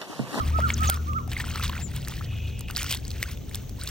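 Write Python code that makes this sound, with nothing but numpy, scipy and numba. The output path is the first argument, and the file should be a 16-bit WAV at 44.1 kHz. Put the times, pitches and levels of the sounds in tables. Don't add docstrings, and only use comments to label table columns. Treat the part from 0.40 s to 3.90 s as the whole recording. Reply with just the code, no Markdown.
import sys
import numpy as np
from scipy import signal
from scipy.fft import rfft, irfft
from scipy.io import wavfile
from scipy.ndimage import uniform_filter1d
from numba import njit

SR = 44100
rng = np.random.default_rng(int(sys.argv[2]) if len(sys.argv) > 2 else 0)


def store_pcm(level_fs):
    pcm = np.round(np.clip(level_fs, -1, 1) * 32767).astype(np.int16)
    wavfile.write(sys.argv[1], SR, np.atleast_2d(pcm).T)


N = 154350

# t/s, firing rate f/Hz, level/dB, tones against rumble level/dB
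ENGINE_RUN = [(0, 37.14, -26, -6), (.12, 37.65, -31, 4), (.47, 38.74, -28, 1.5), (.58, 38.49, -28.5, 1),
              (.9, 39.5, -28, 0), (1.3, 40, -27, -2), (1.45, 37.38, -29, 1.5), (1.7, 32.06, -28.5, -2),
              (1.9, 27.5, -30, 1.5), (2.1, 24.16, -30.5, 3), (2.45, 20.96, -29.5, -6.5),
              (3.5, 22.03, -32, -5)]
# multiple of the firing rate, relative level/dB
ENGINE_ORDERS = [(2, 5), (3, -5), (4, -14), (5, -19.5), (6, -12), (8, -22), (9, -25)]
COASTING_CHANGES = [-12.5, 5, 12.5, 14, -11.5, -10, -15.5]
COASTING_S, COASTING_FADE_S = 1.228, 0.57
ENGINE_WAVER_DB = 3
# f/Hz, density level/dB
RUMBLE_SPECTRUM = [(24, -36), (36, -0.5), (55, 0.5), (70, 2.5), (125, -1.5), (150, -7.5), (183, -9.5),
                   (247, -14.5), (410, -23.5), (700, -28.5), (910, -35.5), (1540, -120)]
RUMBLE_DB = -3
# f/Hz, density level/dB
AIR_SPECTRUM = [(240, -37), (400, 8.5), (852, -20.5), (906, -8), (1990, -15), (3070, -9.5), (3530, -10),
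                (4880, -18), (6150, -5), (10400, -35), (16000, -5)]
AIR_DB = -49
# start t/s, length t/s, base pitch f/Hz, base level/dB
WHISTLE_CALLS = [(-.14, 0.2, 1292, -29.5), (0.125, .19, 1304, -29.5), (0.386, .2, 1304, -28.5),
                 (0.663, 0.17, 1219, -30)]
# share of its length, pitch ratio, added level/dB
WHISTLE_CONTOUR = [(0, .87, -16), (0.091, .96, -0.5), (0.2, 1.01, 6.5), (0.299, .98, 2.5), (.41, .89, -0.5),
                   (0.521, 1.02, 2.5), (.62, 1.13, 12), (.76, .96, 5), (.92, 0.8, -10), (1, 0.65, -34)]
WHISTLE_PAN_DB, WHISTLE_PHASE = -5, -2.88
WHISTLE_ECHO_DB, WHISTLE_ECHO_S = -11, 0.41
# start t/s, length t/s, level/dB, centre pitch f/Hz
SQUELCH_SWARMS = [(-.1, 0.94, -49.5, 2216), (0.404, 0.19, -37.5, 3100), (0.883, 0.3, -42.5, 2460),
                  (1.137, 0.21, -37, 2620), (1.274, 0.2, -44, 1785), (1.458, 0.48, -50, 2815),
                  (1.776, 0.28, -56.5, 1567), (2.276, 0.086, -43.5, 2490), (2.349, 0.2, -37.5, 3290),
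                  (2.489, 0.12, -35.5, 3380), (2.54, 0.47, -50, 3180), (2.81, 0.15, -55, 2810),
                  (3.118, 0.086, -46, 2840), (3.38, 0.33, -51.5, 3604)]
SEEP_DB, SEEP_HZ = -59, 3000
GRAINS_PER_S, GRAIN_SPREAD_DB, GRAIN_OCTAVES = 2600, 3.6, .75
GRAIN_CYCLES, GRAIN_RISE = 2.8, .71
GRAIN_GLIDE = .012
SCATTER_DB = -1.5
FIZZ_DB, FIZZ_HZ = -4, 10500
# t/s, ring level/dB, pitch f/Hz, crack level before its lift/dB, cycles to fall to 1/e^2
POP_HITS = [(0.187, -15, 653, -61, 4.5), (0.203, -13.5, 1310, -43.5, 2.1), (0.303, -1, 2180, -46, 2.4),
            (0.379, -33, 1380, -37.5, 2.9), (0.407, -41, 1320, -38.5, 3.3), (0.439, -20, 1800, -50, 1.5),
            (0.455, -22, 3500, -42, 3.3), (.491, -20.5, 730, -40, 5.4), (.4985, -9, 4500, -15, 3.6),
            (0.542, -27, 1140, -31, 3.8), (0.572, -15.5, 1260, -44, 2.6), (0.733, -23.5, 2470, -47, 5),
            (0.786, -31, 2100, -55, 6), (0.877, -26.5, 721, -43, 3), (0.917, -16.5, 3600, -42, 4.8),
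            (0.932, -8, 2400, -36, 1.7), (0.966, -15.5, 1950, -68, 11.7), (1, -20, 1740, -35, 10),
            (1.041, -13, 1310, -60, 2.3), (1.138, -24, 2900, -60, 4.5), (1.157, -9, 1290, -63, 2.1),
            (1.158, -14, 4100, -59, 4.17), (1.173, -22, 1204, -60, 4), (1.196, -21, 1210, -38, 8.4),
            (1.207, -24, 1300, -45, 4.5), (1.212, -19, 2440, -49, 4.2), (1.226, -12.5, 3580, -53, 3.8),
            (1.236, -21, 1270, -54, 4.2), (1.254, -19, 3060, -57, 4.3), (1.279, -14, 4100, -38, 4.6),
            (1.295, -15, 2930, -35, 6.76), (1.2959, -19, 1020, -60, 4.7), (1.318, -25, 1760, -66, 4.7),
            (1.331, -18.5, 1450, -60, 3.7), (1.35, -25, 1302, -61, 6.6), (1.365, -18, 1420, -59, 3.6),
            (1.378, -21, 2250, -60, 6), (1.389, -31, 751, -67, 6.5), (1.563, -28, 2520, -33, 4),
            (1.628, -25, 3060, -56, 4.3), (1.649, -18, 4240, -50, 3.6), (1.674, -20.5, 1750, -41, 4.2),
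            (1.683, -36, 8980, -30, 4.3), (1.721, -20.5, 1211, -45, 2.4), (1.738, -17.5, 2670, -53, 2.7),
            (1.81, -21, 1216, -69, 4.6), (1.824, -27, 1870, -71, 4.2), (1.845, -23, 3900, -77, 4),
            (2.193, -12, 9000, -51, 2.9), (2.208, -38, 2600, -34, 4.4), (2.284, -21, 2510, -54, 4.03),
            (2.3, -18.5, 1240, -45, 3.8), (2.309, -19, 2552, -33, 3.3), (2.351, -19, 3800, -51, 4.3),
            (2.363, -4, 4450, -41, 4), (2.369, -14.5, 1420, -24.5, 2.7), (2.378, -8, 5540, -30, 2.6),
            (2.39, -14, 2890, -36, 4.2), (2.421, -19.5, 2400, -43, 4.9), (2.4205, -20, 5560, -52, 5.4),
            (2.43, -15.5, 9020, -28, 5.9), (2.443, -20, 1330, -33.5, 3.74), (2.508, -14, 5170, -29, 3.3),
            (2.512, -10, 4740, -26, 4), (2.525, -12.5, 3140, -24, 4.9), (2.532, -15, 3600, -34, 4.6),
            (2.539, -10, 3110, -35, 6.9), (2.547, -22, 3370, -25, 4), (2.552, -17, 3430, -40, 6),
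            (2.572, -19, 4300, -40, 5), (2.651, -23, 4535, -46, 5.6), (2.68, -18, 6260, -41, 5),
            (2.705, -15.5, 4400, -41, 3.7), (2.714, -19, 3900, -44, 4.7), (2.828, 0, 2030, -22.5, 1.6),
            (2.837, -16, 2073, -37, 3.63), (2.973, -32.5, 2600, -49, 7.6), (3.095, -26, 8260, -61, 5),
            (3.112, -29.5, 1767, -49, 4.86), (3.146, -10.5, 3660, -33, 3.6),
            (3.155, -12.5, 8100, -31.5, 3.4), (3.294, -33, 4400, -41.5, 4.5), (3.413, -17.5, 4140, -47, 5),
            (3.436, -17.5, 8440, -42, 8.6), (3.474, -16.5, 4080, -36, 7.3), (3.489, -37, 3500, -36, 4.9)]
CRACK_S, CRACK_RISE_S, CRACK_LIFT_DB = .0013, .0004, 7
FOLLOWERS, FOLLOW_S, FOLLOW_OCTAVES, FOLLOW_STEP_DB = 3, .0016, .2, -4
# f/Hz, phase/radians
BASKET_PHASE = [(300, 1), (3000, .5), (7500, 1.75), (9500, -1.5), (11000, -3), (14000, -5.5)]
# start t/s, length t/s, top f/Hz, end f/Hz, bend exponent, level/dB, left over right level/dB,
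# roughness depth (0-1)
CHIRP_CALLS = [(0.336, 0.015, 7410, 2210, 1.75, -24, 4.5, 0.8),
               (0.471, 0.028, 7400, 4920, 0.83, -28, -3, 0.9),
               (1.415, 0.093, 7540, 6500, 1.3, -35.5, 20, 0.12)]
# t/s, level/dB
RASP_LEVEL = [(1.85, -41), (1.904, -42), (2.33, -47)]
# f/Hz, nominal width f/Hz (each filter stage widens it), level/dB
THROAT_PEAKS = [(2548, 97, -4), (2910, 120, -7), (3250, 320, -13.5)]
RASP_PULSES_PER_S = 60
GAIN_TOP_DB, GAIN_RATIO = -11, 10
GAIN_QUICK_S, GAIN_SLOW_S, GAIN_SLOW_SHARE = .04, 4, .45
TOP_HZ = 15800


def undb(db):
    return 10 ** (np.asarray(db) / 20)


def clock():
    return np.arange(N) / SR


def curve(rows, axis=1):
    return np.interp(clock(), np.array(rows)[:, 0], np.array(rows)[:, axis])


def unit(x):
    return x / np.sqrt(np.mean(x ** 2))


def log_hz():
    return np.log(np.fft.rfftfreq(N, 1 / SR) + 1)


def colour(x, points):
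    p = np.array(points)
    return irfft(rfft(x) * undb(np.interp(log_hz(), np.log(p[:, 0]), p[:, 1])), N)


def ring(x, hz, width):
    return signal.lfilter(*signal.iirpeak(hz, hz / width, SR), x)


def walk(rate):
    k = int(SR / rate)
    steps = np.repeat(rng.standard_normal(N // k + 1), k)
    return 1.49 * uniform_filter1d(uniform_filter1d(steps, k), k)[:N]


def pan(db):
    return undb(np.array([db, -np.asarray(db)]) / 2)


def turn(x, radians):
    return irfft(rfft(x) * np.exp(.5j * np.array([radians, -radians]).reshape(2, -1)), N)


@njit
def grains(n, start, step, cycles, rise, glide, left, right):
    out = np.zeros((2, n))
    for k in range(len(start)):
        w, phase, level, i = step[k], 0., 1., start[k]
        unrisen, swell = 1., np.exp(-w / (2 * np.pi * rise))
        decay = np.exp(-step[k] / (2 * np.pi * cycles[k]))
        while level > .004 and i < n and w < 2.6:
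            sample = (1 - unrisen) * level * np.sin(phase)
            out[0, i] += left[k] * sample
            out[1, i] += right[k] * sample
            phase += w
            level *= decay
            i += 1
            unrisen *= swell
            w *= 1 + glide * w / (2 * np.pi)
    return out


def scatter(s, hz, cycles, db, pan_db):
    left, right = undb(db) * pan(pan_db)
    step = 2 * np.pi * np.clip(hz, 200, 15000) / SR
    cycles = np.clip(cycles, .3, 40)
    return grains(N, (s * SR).astype(np.int64), step, cycles, GRAIN_RISE, GRAIN_GLIDE, left, right)


def engine():
    phase = 2 * np.pi * np.cumsum(curve(ENGINE_RUN) * (1 + 0.008 * walk(6.035))) / SR
    coasting = np.clip((clock() - COASTING_S) / COASTING_FADE_S, 0, 1)
    tones = 0
    for (k, db), change in zip(ENGINE_ORDERS, COASTING_CHANGES):
        level = undb(db + coasting * change + ENGINE_WAVER_DB * walk(11.89))
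        tones = tones + level * np.sin(k * phase + k * k)
    mid, side = (colour(rng.standard_normal(N), RUMBLE_SPECTRUM) for _ in range(2))
    side = colour(side, [(50, -38), (150, -6.5), (350, -0.5), (600, -1.0)]) * np.array([[1], [-1]])
    rumble = undb(RUMBLE_DB) * (mid + side) / np.std(mid)
    clarity = undb(curve(ENGINE_RUN, axis=3))
    return undb(curve(ENGINE_RUN, axis=2)) * (clarity * unit(tones) + rumble) * pan(1.7)[:, None]


def air():
    mid, side = (unit(colour(rng.standard_normal(N), AIR_SPECTRUM)) for _ in range(2))
    flicker = undb(1.5 * walk(6))
    return flicker * undb(AIR_DB) * (mid + 0.61 * side * np.array([[1], [-1]]))


def whistles():
    t, calls = clock(), 0
    share, ratio, added_db = np.array(WHISTLE_CONTOUR).T
    for s, length, hz, db in WHISTLE_CALLS:
        u = (t - s) / length
        glide, swell_db = (uniform_filter1d(np.interp(u, share, row), int(.008 * SR))
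                           for row in (ratio, added_db))
        tone = np.sin(2 * np.pi * np.cumsum(hz * glide) / SR)
        calls = calls + (u > 0) * (u < 1) * undb(db + swell_db) * tone
    tail = rng.standard_normal((2, SR // 2)) * undb(-60 * t[:SR // 2] / WHISTLE_ECHO_S)
    tail = tail / np.sqrt(np.sum(tail ** 2, axis=1, keepdims=True))
    echo = signal.fftconvolve(calls[None], tail)[:, :N]
    direct = turn(calls, WHISTLE_PHASE) * pan(WHISTLE_PAN_DB)[:, None]
    return direct + undb(WHISTLE_ECHO_DB) * echo


def crackle():
    count = int(GRAINS_PER_S * N / SR)
    u, z = rng.random((count, 3)).T, rng.standard_normal((count, 4)).T
    s = u[0] * (N - 1) / SR
    start, length, db, hz = np.array(SQUELCH_SWARMS).T[:, :, None]
    progress = np.clip((s - start) / length, 0, 1)
    swell = undb(db) * np.sin(np.pi * progress ** .6).clip(0) ** 1.2
    level = swell.sum(axis=0) + undb(SEEP_DB)
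    centre = ((swell * hz).sum(axis=0) + undb(SEEP_DB) * SEEP_HZ) / level
    clumps_db = 3.5 * walk(40)[(s * SR).astype(int)]
    bubble_db, tick_db = 20 * np.log10(level) + clumps_db - GRAIN_SPREAD_DB * np.log(1 - .99 * u[1:])
    pitch = centre * 2 ** (GRAIN_OCTAVES * z[0])
    cycles = GRAIN_CYCLES * 2.07 ** z[1].clip(-2, 1.3)
    pan_db = SCATTER_DB * z[2]
    bubbles = scatter(s, pitch, cycles, bubble_db + 1.76 * z[0], pan_db)
    ticks = scatter(s, FIZZ_HZ * 2 ** (1.2 * z[3]), np.full(count, 9.6), tick_db + FIZZ_DB, pan_db)
    return bubbles + ticks


def pops():
    s, db, hz, crack_db, cycles = np.array(POP_HITS).T
    z = rng.standard_normal((1 + FOLLOWERS, len(s)))
    gaps = rng.random((FOLLOWERS, len(s)))
    pan_db, t = SCATTER_DB * z[0], clock()[:1024]
    hits = np.zeros((2, N))
    hits[:, (s * SR).astype(int)] = undb(crack_db + CRACK_LIFT_DB) * pan(pan_db)
    shape = np.exp(-t / CRACK_S) * (1 - np.exp(-t / CRACK_RISE_S)) ** 2
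    treble = [(2000, -4), (5000, 1), (9000, -1), (11500, 1.5), (13000, 3), (15000, -6)]
    hiss = unit(colour(rng.standard_normal(N), treble))
    cracks = signal.fftconvolve(hits, shape[None] / shape.max())[:, :N] * hiss
    out = scatter(s, hz, cycles / 2, db, pan_db) + cracks
    for k, late in enumerate(np.cumsum(FOLLOW_S * (.5 + gaps), axis=0)):
        when = s + late * 3000 / (hz + 1500)
        pitch = hz * 2 ** (FOLLOW_OCTAVES * (z[k + 1] + .5))
        out = out + scatter(when, pitch, cycles / 2, db + FOLLOW_STEP_DB * (k + 1), pan_db)
    return out


def chirps():
    t, out = clock(), 0
    for s, length, top_hz, end_hz, bend, db, pan_db, rough in CHIRP_CALLS:
        u = np.clip((t - s) / length, 0, 1)
        hz = top_hz - (top_hz - end_hz) * u ** bend - 900 * np.exp(-u / 0.061)
        level = (1 + rough * walk(1500)) * undb(db - 45 * u ** 3) * np.sin(np.pi * u) ** .5
        out = out + level * np.sin(2 * np.pi * np.cumsum(hz) / SR) * pan(pan_db)[:, None]
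    return out


def rasp():
    phase = np.cumsum(RASP_PULSES_PER_S * (1 + 0.24 * walk(4.7))) / SR % 1
    puffs = np.exp(-phase / 1.6) * rng.standard_normal(N)
    start, end = RASP_LEVEL[0][0], RASP_LEVEL[-1][0]
    gate = np.interp(clock(), [start, start + 0.073, end - .04, end], [0, 1, 1, 0])
    voice = sum(undb(db) * ring(ring(puffs, hz, 1.9 * w), hz, 1.5 * w) for hz, w, db in THROAT_PEAKS)
    return gate * undb(curve(RASP_LEVEL)) * unit(voice)


def scene():
    hz, radians = np.array(BASKET_PHASE).T
    lead = np.interp(log_hz(), np.log(hz), radians)
    basket = turn(crackle() + pops(), lead)
    return engine() + air() + whistles() + basket + chirps() + rasp()


@njit
def hold(over, quick, slow, share):
    out, a, b = np.empty(len(over)), 0., 0.
    for i in range(len(over)):
        a, b = max(over[i], a * quick), max(over[i], b * slow)
        out[i] = (1 - share) * a + share * b
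    return out


def record(dry):
    peak_db = 20 * np.log10(np.abs(dry).max(axis=0) + 1e-9)
    over = np.maximum(peak_db - GAIN_TOP_DB, 0) * (1 - 1 / GAIN_RATIO)
    quick, slow = np.exp(-1 / (GAIN_QUICK_S * SR)), np.exp(-1 / (GAIN_SLOW_S * SR))
    cut_db = hold(over, quick, slow, GAIN_SLOW_SHARE)
    cut_db = signal.lfilter([.01], [1, -.99], cut_db)
    rounded = np.tanh(dry * undb(-cut_db))
    return signal.sosfilt(signal.ellip(8, .2, 70, TOP_HZ, fs=SR, output="sos"), rounded)


dry = scene()
out = record(dry)
store_pcm(out)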